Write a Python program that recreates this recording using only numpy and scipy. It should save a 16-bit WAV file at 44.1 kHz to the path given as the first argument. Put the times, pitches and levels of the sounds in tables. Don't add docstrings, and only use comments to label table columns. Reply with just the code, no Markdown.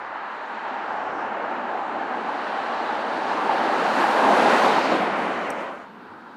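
import sys
import numpy as np
from scipy import signal
from scipy.fft import rfft, irfft, next_fast_len
from scipy.io import wavfile
from scipy.ndimage import uniform_filter1d, map_coordinates

SR = 44100
rng = np.random.default_rng(int(sys.argv[2]) if len(sys.argv) > 2 else 0)


def inscribe(sig):
    pcm = np.round(np.clip(np.atleast_2d(sig).T, -1, 1) * 32767)
    wavfile.write(sys.argv[1], SR, pcm.astype(np.int16))


def gain_from_decibels(decibels):
    exponent = np.asarray(decibels, float) / 20
    return 10 ** exponent


N = 280476
T = np.arange(N) / SR

# (time [s], level [dB], clearness of the path past rock, verge and body [dB])
TYRE_LEVEL = [(0, -36.5, 5.5), (.45, -35.5, 5.5), (.8, -33, 4), (1.15, -32.5, -1), (1.7, -32.5, -2),
              (2.1, -32.5, 0.5), (2.5, -29.5, 3), (3.0, -28.5, 2), (3.5, -25, 0.5), (4.0, -21, 1.5),
              (4.15, -21.5, 0.5), (4.3, -19.5, -2.5), (4.5, -18, -0.5), (4.78, -19.5, 0), (4.93, -22.5, 2),
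              (5.1, -23.5, -3.5), (5.4, -27.5, -2.5), (5.68, -31, -5)]
# (time [s], level [dB], treble tilt [dB per octave])
CHIP_HITS = [
    (5.5040, -33, 0),
    (5.5066, -36, -2),
    (5.5085, -50, 0),
    (5.5112, -52, 2),
    (5.5148, -54, 5),
]
FADE_END_S, FADE_S = 5.89, 0.28


def curves(table):
    s, *columns = np.transpose(table)
    return [np.interp(T, s, column) for column in columns]


def swells(t, table):
    return sum(db * np.exp(-((t - at) / width) ** 2) for at, width, db in table)


def walk(rate_hz):
    hold = int(SR / rate_hz)
    steps = np.repeat(rng.standard_normal(N // 100), hold)[:N]
    return 1.194 * uniform_filter1d(uniform_filter1d(steps, hold), hold)


def roar(colour, flicker_db, rate_hz, loss_db_khz=0.):
    size = next_fast_len(N)
    octave = np.log2(np.maximum(np.arange(size // 2 + 1) * SR / size, 1))
    hz, db = np.transpose(colour)
    gain = gain_from_decibels(np.interp(octave, np.log2(hz), db, left=-90, right=-90))
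    spectrum = rfft(rng.standard_normal(size)) * gain
    power = np.mean(irfft(spectrum, size) ** 2)
    out = 0
    for centre in np.arange(np.log2(hz[0]), np.log2(hz[-1]) + .5, .5):
        window = np.cos(np.pi * np.clip(octave - centre, -.5, .5)) ** 2
        band_db = flicker_db * walk(rate_hz) - loss_db_khz * max(2 ** centre / 1000 - 4, 0)
        out = out + gain_from_decibels(band_db) * irfft(spectrum * window, size)[:N]
    return out / np.sqrt(power)


def ring(s, hz, db, t60_s, push_s):
    start = int(np.ceil(s * SR))
    age = np.arange(start, min(start + int(2 * t60_s * SR), N)) / SR - s
    envelope = (1 - np.exp(-age / push_s)) * np.exp(-np.log(1000) * age / t60_s)
    out = np.zeros(N)
    out[start:start + len(age)] = gain_from_decibels(db) * envelope * np.sin(2 * np.pi * hz * age)
    return out


def slice_filter(x, order, edges_hz):
    return signal.sosfilt(signal.butter(order, edges_hz, "band", fs=SR, output="sos"), x)


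def motion():
    speed_m_s, passes_s, kerb_m, pitch_abeam = 17, 4.6, 7, 0.98
    along = speed_m_s * (T - passes_s)
    cosine = along / np.hypot(along, kerb_m)
    pitch = pitch_abeam - cosine * speed_m_s / 343
    return np.maximum(-along, 0), np.maximum(along, 0), (1 + cosine) / 2, pitch


def beam(abeam_db, ahead_db_10m, behind_db_10m, away_db, clear_share):
    ahead, behind, away, _ = motion()
    level_db, clear_db = curves(TYRE_LEVEL)
    distance_db = (ahead_db_10m * ahead + behind_db_10m * behind) / 10
    return level_db + abeam_db + distance_db + away_db * away + clear_share * clear_db


def horn():
    # (frequency [Hz], density [dB per Hz])
    colour = [(400, -18.5), (550, -3.5), (680, -2), (800, -4.5), (900, -1.5), (1050, -1.5), (1300, -17.5),
              (1700, -12)]
    # (time [s], width [s], change [dB])
    openings = [(.3, 0.22, 0.5), (2.2, 0.15, 1), (3.75, 0.049, -6.5), (4.22, 0.14, 2.5), (3.2, 0.11, -0.5),
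                (3.95, 0.092, -2), (4.45, .1, -1.5), (4.6, 0.06, 1), (5.12, .08, -6), (5.7, 0.063, 3)]
    return roar(colour, 2.6, 22), beam(-4.5, 0.2242, -0.6, -0.4, -0.5) + swells(T, openings)


def groove():
    # (frequency [Hz], density [dB per Hz])
    colour = [(600, -31), (700, -8.5), (750, -0.5), (810, -1.5), (870, -0.5), (920, -5), (980, -13.5),
              (1150, -35)]
    # (time [s], pitch factor)
    bend = [(0, 1.02), (.75, 1.03), (1.05, .97), (1.4, 1.01), (2.1, 0.97), (2.7, .99), (3.4, 1.01),
            (4.2, 1.013), (6.36, 1.0)]
    # (time [s], width [s], change [dB])
    sweeps = [(.65, 0.12, 2), (.92, 0.25, 2.5), (1.95, 0.27, 3.5), (2.8, 0.089, 2.5), (3.2, 0.49, 1),
              (4.15, 0.13, 4), (4.5, .06, 2.5), (4.76, .06, -5)]
    place = np.cumsum(curves(bend)[0])
    note = map_coordinates(roar(colour, 0.7, 24.63), [place], order=1, mode="mirror")
    return note, beam(-5.5, 0.3, -2, -3.5, -0.3) + swells(T, sweeps)


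def rumble():
    # (frequency [Hz], density [dB per Hz])
    colour = [(40, -68), (100, -27), (160, -15), (220, -2), (320, -1.5), (450, -2), (600, -2), (800, -3.5),
              (1100, -41)]
    # (time [s], width [s], change [dB])
    rock = [(.6, 0.16, 1.5), (2.15, 0.24, 2.5), (3.75, 0.086, 2.5), (4.38, 0.16, 2), (4.6, 0.051, -1),
            (4.93, 0.064, 6.5), (5.15, 0.051, -5)]
    return roar(colour, 0.63, 17.0), beam(-5.5, -0.13, -1.5, 0.5, -0.65) + swells(T, rock)


def tread_beam():
    return beam(-5.5, 0.4228, -0.5, 0.5, -0.14)


def tread():
    # (frequency [Hz], density [dB per Hz])
    colour = [(800, -16.5), (1100, 3.5), (1300, 3.5), (1550, 2), (1800, -2), (2200, -9), (2800, -11.5),
              (3600, -25.5)]
    # (time [s], width [s], change [dB])
    openings = [(.1, 0.27, 1.8), (1.25, .1, -0.3), (3.2, 0.26, -1.5), (3.75, 0.12, -0.3), (4.2, 0.15, -0.5),
                (4.45, 0.061, 0.4), (4.8, 0.18, -2.3), (5.85, .06, 5), (2.7, 0.1, 0)]
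    return roar(colour, 0.45, 13), tread_beam() + swells(T, openings)


def hiss():
    # (frequency [Hz], density [dB per Hz])
    colour = [(1800, -9), (2600, -1.5), (3200, -1), (3800, -1.5), (4500, -6), (5200, -9.5), (7000, -14.5),
              (10000, -21.5), (13000, -27), (15500, -34)]
    # (time [s], width [s], change [dB])
    openings = [(.05, 0.1, -3.5), (.85, .15, -1), (1.3, 0.18, -2), (3.2, .12, 0), (4.0, .08, 0),
                (4.4, 0.14, 2.5), (5.15, 0.06, -1), (5.6, .12, 1)]
    # (time [s], width [s], treble kept [dB per kHz])
    sheen = [(.2, .15, -0.5), (1.0, 0.36, 0), (1.9, 0.42, 0.55), (2.7, .25, 0), (4.25, 0.23, 0.23),
             (5.0, 0.13, -.5), (5.75, .1, 0.7)]
    ahead, _, away, _ = motion()
    loss_db_khz = 0.42 * ahead / 10 + 0.07 * away + 0.02 * curves(TYRE_LEVEL)[1] - swells(T, sheen)
    return roar(colour, 0.81, 10, loss_db_khz), beam(-17.5, -0.44, -3.5, 4, 0.78) + swells(T, openings)


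def wake():
    # (frequency [Hz], density [dB per Hz])
    colour = [(1500, -20), (1900, 3.5), (2300, 1), (2900, -7.5), (3300, -10), (3800, -30.5)]
    # (time [s], width [s], change [dB])
    openings = [(.1, .3, -3), (1.15, .12, -3), (3.4, .2, -3), (4.8, .08, -0.5), (5.15, .08, -1.5),
                (5.5, .15, 2), (5.78, .06, -3)]
    away = motion()[2]
    away_db = 20 * np.log10(np.clip(away + 0.099, .02, 1) ** 0.51)
    return roar(colour, 0.55, 7.8), tread_beam() + swells(T, openings) - 7 + away_db


def tyres():
    asphalt_ms, asphalt_share, grazing_m = 0.092, 0.52, 120
    ahead, _, _, pitch = motion()
    place = np.cumsum(pitch)
    direct = 0
    for sound, level_db in (horn(), groove(), rumble(), tread(), hiss(), wake()):
        direct = direct + gain_from_decibels(level_db) * map_coordinates(sound, [place], order=3, mode="mirror")
    fade = np.clip((FADE_END_S - T) / FADE_S, 0, 1) ** 1.06
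    direct = direct * gain_from_decibels(0.57 * walk(30)) * fade
    late = map_coordinates(direct, [np.maximum(np.arange(N) - asphalt_ms * SR / 1000, 0)], order=3)
    share = np.clip(asphalt_share * np.tanh(ahead / grazing_m), 0, .9)
    return (direct + share * late) / np.sqrt(1 + share ** 2)


def bumps():
    # (time [s], peak level [dB], frequency [Hz])
    joints = [(1.752, -13, 760), (2.291, -16, 900), (2.341, -15, 834), (2.586, -10.5, 792),
              (3.314, -12, 877), (3.639, -16, 781), (4.0, -8, 920), (4.446, -7.5, 894), (4.652, -8, 988),
              (2.895, -8.5, 833), (3.493, -2.5, 853), (3.695, -6.5, 760.6), (3.852, -3.5, 737),
              (4.041, -5.5, 850), (4.138, -6.5, 910), (4.279, -10, 840), (4.305, -4, 683),
              (4.534, -5, 643.4), (4.76, -3.5, 786), (4.781, -3.5, 920)]
    return sum(ring(s, hz, db, t60_s=0.032, push_s=0.0032) for s, db, hz in joints)


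def narrow_swells():
    # (time [s], width [s], frequency [Hz], level [dB])
    flashes = [(.95, .3, 5240, -67), (1.2, .08, 5500, -67), (.05, .06, 4300, -65), (1.8, .2, 3500, -61),
               (2.4, .1, 4400, -61), (3.0, 0.22, 3660, -53.5), (4, .08, 2400, -42), (4.25, .1, 3500, -48),
               (4.3, .12, 6000, -52), (4.55, 0.069, 1770, -30), (4.85, .08, 4700, -47),
               (5.0, .05, 3000, -46), (5.3, 0.055, 3000, -52), (5.64, .07, 3000, -54),
               (5.68, .08, 1100, -39), (5.62, .12, 600, -38.5), (5.7, .06, 2700, -55),
               (3.7, .1, 1100, -33.5), (4.4, .1, 560, -30), (5.95, .06, 217, -50), (.9, .8, 7100, -77),
               (1.0, .15, 790, -37), (5.42, .1, 1100, -38), (4.55, .1, 7400, -52), (5.45, 0.14, 2760, -50),
               (2.55, .3, 11700, -82), (3.7, .25, 13200, -76)]
    white = rng.standard_normal(N)
    out = 0
    for s, width, hz, db in flashes:
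        edges_hz = hz * 2 ** (0.18 * np.array([-1, 1]))
        band = slice_filter(white, 2, edges_hz) / np.sqrt(2 * np.ptp(edges_hz) / SR)
        out = out + gain_from_decibels(db) * np.exp(-((T - s) / width) ** 2) * band
    return out


def narrow_dips(x):
    # (time [s], width [s], frequency [Hz], change [dB])
    dips = [(.04, .1, 2800, -6), (0.37, .2, 3000, -1.5), (1.15, .12, 3100, -2.5), (1.12, 0.081, 1600, -2),
            (.9, 0.13, 620, -2.5), (2.7, 0.13, 970, -1), (3.62, .1, 218, -2.5), (4.2, 0.13, 1400, -2),
            (4.65, .1, 290, -3.5), (4.4, 0.042, 1320, -1.5), (5.15, 0.049, 620, -2),
            (5.15, 0.061, 1600, -2), (5.93, .07, 1300, -5), (6.27, .1, 390, -4.5), (6.25, .08, 2800, -2),
            (6.15, .2, 660, -3), (5.1, .1, 6800, -4), (5.65, .12, 3600, -4), (3.92, .1, 290, -2),
            (3.23, 0.11, 560, -2.5), (4.0, .08, 6300, -1.5), (1.75, .3, 1950, -1.5)]
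    for s, width, hz, db in dips:
        band = slice_filter(x, 1, hz * 2 ** (0.28 * np.array([-1, 1])))
        x = x + (gain_from_decibels(db * np.exp(-((T - s) / width) ** 2)) - 1) * band
    return x


def engine():
    # (time [s], level [dB])
    load = [(0, -75), (1.2, -57.5), (2, -52.5), (2.6, -57), (3.6, -53), (4.4, -60), (5.2, -42.5),
            (5.7, -63), (5.9, -85)]
    # (multiple of the firing rate, level [dB])
    orders = [(1, -14), (2, -1), (3, -22)]
    firing_hz = 98.9 * motion()[-1]
    db = curves(load)[0]
    phase = 2 * np.pi * np.cumsum(firing_hz * (1 + 0.01164 * walk(12))) / SR
    return sum(gain_from_decibels(db + order_db + 0.99 * walk(4.5)) * np.sin(k * phase) for k, order_db in orders)


def chip():
    # (frequency [Hz], level [dB])
    modes = [(5900, -0.5), (7100, -12), (8300, 1.5), (9900, -7), (11200, -15), (12200, -13), (13400, -11),
             (14400, -22)]
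    # (time [s], level [dB], treble tilt [dB per octave])
    grit = [
        (5.225, -68, 0),
        (5.255, -70, 0),
        (5.864, -84, -1),
        (5.886, -75, 0),
    ]
    contact_s = .00055
    hz, mode_db = np.transpose(modes)[:, :, None]
    out = np.zeros(N)
    for s, db, tilt_db in CHIP_HITS + grit:
        near = int(s * SR) + np.arange(-128, 128)
        age = near / SR - s
        level = gain_from_decibels(db + mode_db + tilt_db * np.log2(hz / hz[0]))
        bell = np.exp(-(age / contact_s) ** 2)
        out[near] += np.sum(level * bell * np.sin(2 * np.pi * hz * (age + contact_s)), axis=0)
    return out


def crunch():
    age = T - CHIP_HITS[0][0]
    grit = slice_filter(rng.standard_normal(N), 3, (8500, 14600))
    return (age > 0) * gain_from_decibels(-58 - 60 * np.maximum(age, 0) / .09) * grit


def wind():
    # (frequency [Hz], density [dB per Hz])
    colour = [(20, -1), (40, -6.5), (70, 3.5), (120, 7.5), (170, -23.5), (260, -34)]
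    # (start [s], hold [s], level [dB])
    puffs = [(0, 0.11, -65), (0.898, 0.34, -60), (1.45, .08, -67.5), (1.8, .03, -77), (1.97, 0.018, -70),
             (2.13, .05, -78), (2.76, .1, -67), (3.099, .3, -74), (3.7, .05, -70), (3.97, .04, -62),
             (4.302, .05, -66), (4.57, .04, -60), (4.979, 0.049, -61), (5.12, 0.086, -70),
             (5.504, 0.054, -57), (5.68, .04, -66), (5.8, .1, -74), (2.92, .06, -74), (2.4, .05, -68),
             (4.8, .05, -62), (5.3, .05, -64)]
    attack_s, release_db_s, calm_db = .03, 151, -86.5
    gusts = 0
    for s, hold, db in puffs:
        rise = np.clip((T - s) / attack_s + 1, 0, 1)
        gusts = gusts + rise * gain_from_decibels(db - release_db_s * np.maximum(T - s - hold, 0))
    draught = gain_from_decibels(curves(TYRE_LEVEL)[0] - 50) * np.clip((FADE_END_S - T) / FADE_S, 0, 1)
    return (gusts + draught + gain_from_decibels(calm_db)) * gain_from_decibels(-4.5) * roar(colour, 3, 11.0)


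def verge():
    # (frequency [Hz], density [dB per Hz])
    colour = [(4000, -9), (5500, -3), (7000, 0.5), (8500, -10.5), (11000, -9.5), (14000, -22.5)]
    # (time [s], width [s], change [dB])
    breeze = [(.2, 0.16, -3.5), (1.1, 0.26, 3), (1.9, 0.34, 1.5), (2.75, .2, -3)]
    fade = np.clip((FADE_END_S - T) / 0.085, 0, 1)
    return gain_from_decibels(-71 + swells(T, breeze)) * fade * roar(colour, 1.1, 8)


def knock():
    # (time [s], frequency [Hz], level [dB], t60 [s], push [s])
    thud = [
        (6.062, 72, -60, .15, .012),
        (6.085, 104.6, -47.5, 0.22, .02),
    ]
    return sum(ring(*mode) for mode in thud)


def far_road():
    # (frequency [Hz], density [dB per Hz])
    colour = [(70, -36), (120, -18), (170, -11.5), (225, -1), (320, -5.5), (480, -7.5), (650, -9.5),
              (900, -2), (1100, -6), (1500, -6.5), (2050, -19.5), (3800, -27.5), (6000, -41.5),
              (10000, -49.5), (15700, -52)]
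    # (time [s], width [s], change [dB])
    drift = [(5.92, .07, 0), (6.1, .05, 0), (6.22, 0.057, 0)]
    fade_s, nears_db_s = 0.19, 0.5
    age = T - 5.63
    level_db = -42.5 + nears_db_s * (age - fade_s) + swells(T, drift)
    return np.clip(age / fade_s, 0, 1) * gain_from_decibels(level_db) * roar(colour, 0.76, 9)


def scene():
    road = narrow_dips(tyres() + bumps() + far_road())
    close = chip() + crunch() + wind() + knock()
    return (road + narrow_swells() + engine() + close + verge())[None]


def microphone(x):
    # (frequency [Hz], gain [dB])
    port = [(2900, .5), (3120, 1.5), (3300, -1.5), (3600, 0), (4300, 2.5), (4650, 2), (4900, 0), (6500, 0)]
    size = next_fast_len(N + 1024)
    hz, db = np.transpose(port)
    octave = np.log2(np.maximum(np.arange(size // 2 + 1) * SR / size, 1))
    gain = gain_from_decibels(np.interp(octave, np.log2(hz), db))
    return irfft(rfft(np.pad(x, (0, size - N), "reflect")) * gain, size)[:N]


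def bright(t):
    return 1. * ((t > 2.32) & (t < 5.62))


def thin_treble(x):
    # (time [s], width [s], raise of the drop-out level [dB])
    swings = [(0, .06, -1), (.5, .2, 0), (1.0, 0.3, 4), (1.75, 0.4, 3), (2.15, .08, 0), (2.45, .2, -6),
              (2.9, .2, 0.5), (3.2, .1, -1), (3.4, .06, -4), (3.53, .06, -9), (3.65, 0.054, 0),
              (3.8, .08, -9), (3.97, .1, -5), (4.2, .1, 2), (4.38, .1, 5), (4.65, .07, -9), (4.74, .03, 3),
              (4.82, .05, -10), (4.92, 0.05, 6), (5.13, .06, 7.5), (5.36, 0.064, 1), (5.5, .03, -10),
              (5.68, .12, 4.5), (6.2, .3, -3)]
    hz, s, z = signal.stft(np.pad(x, (0, 2048), "reflect"), SR, "cosine", 2048, 1024, boundary="odd")
    power = abs(z) ** 2 + 1e-20
    band = np.arange(len(hz)) // 10
    band_hz = hz[::10, None]
    band_db = 10 * np.log10(np.add.reduceat(power, np.arange(0, len(hz), 10)) / 10)
    step_db = -93.5 + 0.97 * (10 * np.log10(power.sum(axis=0)) + 25) + 1
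    step_db = step_db + swells(s, swings) + 1.5 * rng.standard_normal(len(s))
    flecks = np.where(bright(s), 4.2, 1.1) * (rng.exponential(size=band_db.shape) - 1)
    spared = 2 * np.maximum(np.where(bright(s), 10400, 9520) - band_hz, 0) / 1000
    tilt_db = 0.2 * (band_hz / 1000 - 10)
    scatter = 1.8 * rng.standard_normal(band_db.shape)
    keep = band_db - tilt_db + scatter + flecks + spared > step_db
    gain = keep * gain_from_decibels(.9 * np.clip(step_db + 2.0 - spared - band_db, 0, 18))
    gain = np.where(hz[:, None] < 7000, 1, gain[band])
    return signal.istft(z * gain, SR, "cosine", 2048, 1024)[1][:N]


def recorder_noise():
    level = gain_from_decibels(-95.5 - 12 * bright(T)) + gain_from_decibels(-64) * np.exp(-T / .003)
    return level * rng.standard_normal(N)


def low_pass(x):
    return signal.sosfilt(signal.butter(12, 15640, fs=SR, output="sos"), x)


def record(dry):
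    thinned = thin_treble(microphone(dry[0]))
    mix = thinned[None] + gain_from_decibels(-82) + recorder_noise()
    return low_pass(mix)


dry = scene()
out = record(dry)
inscribe(out)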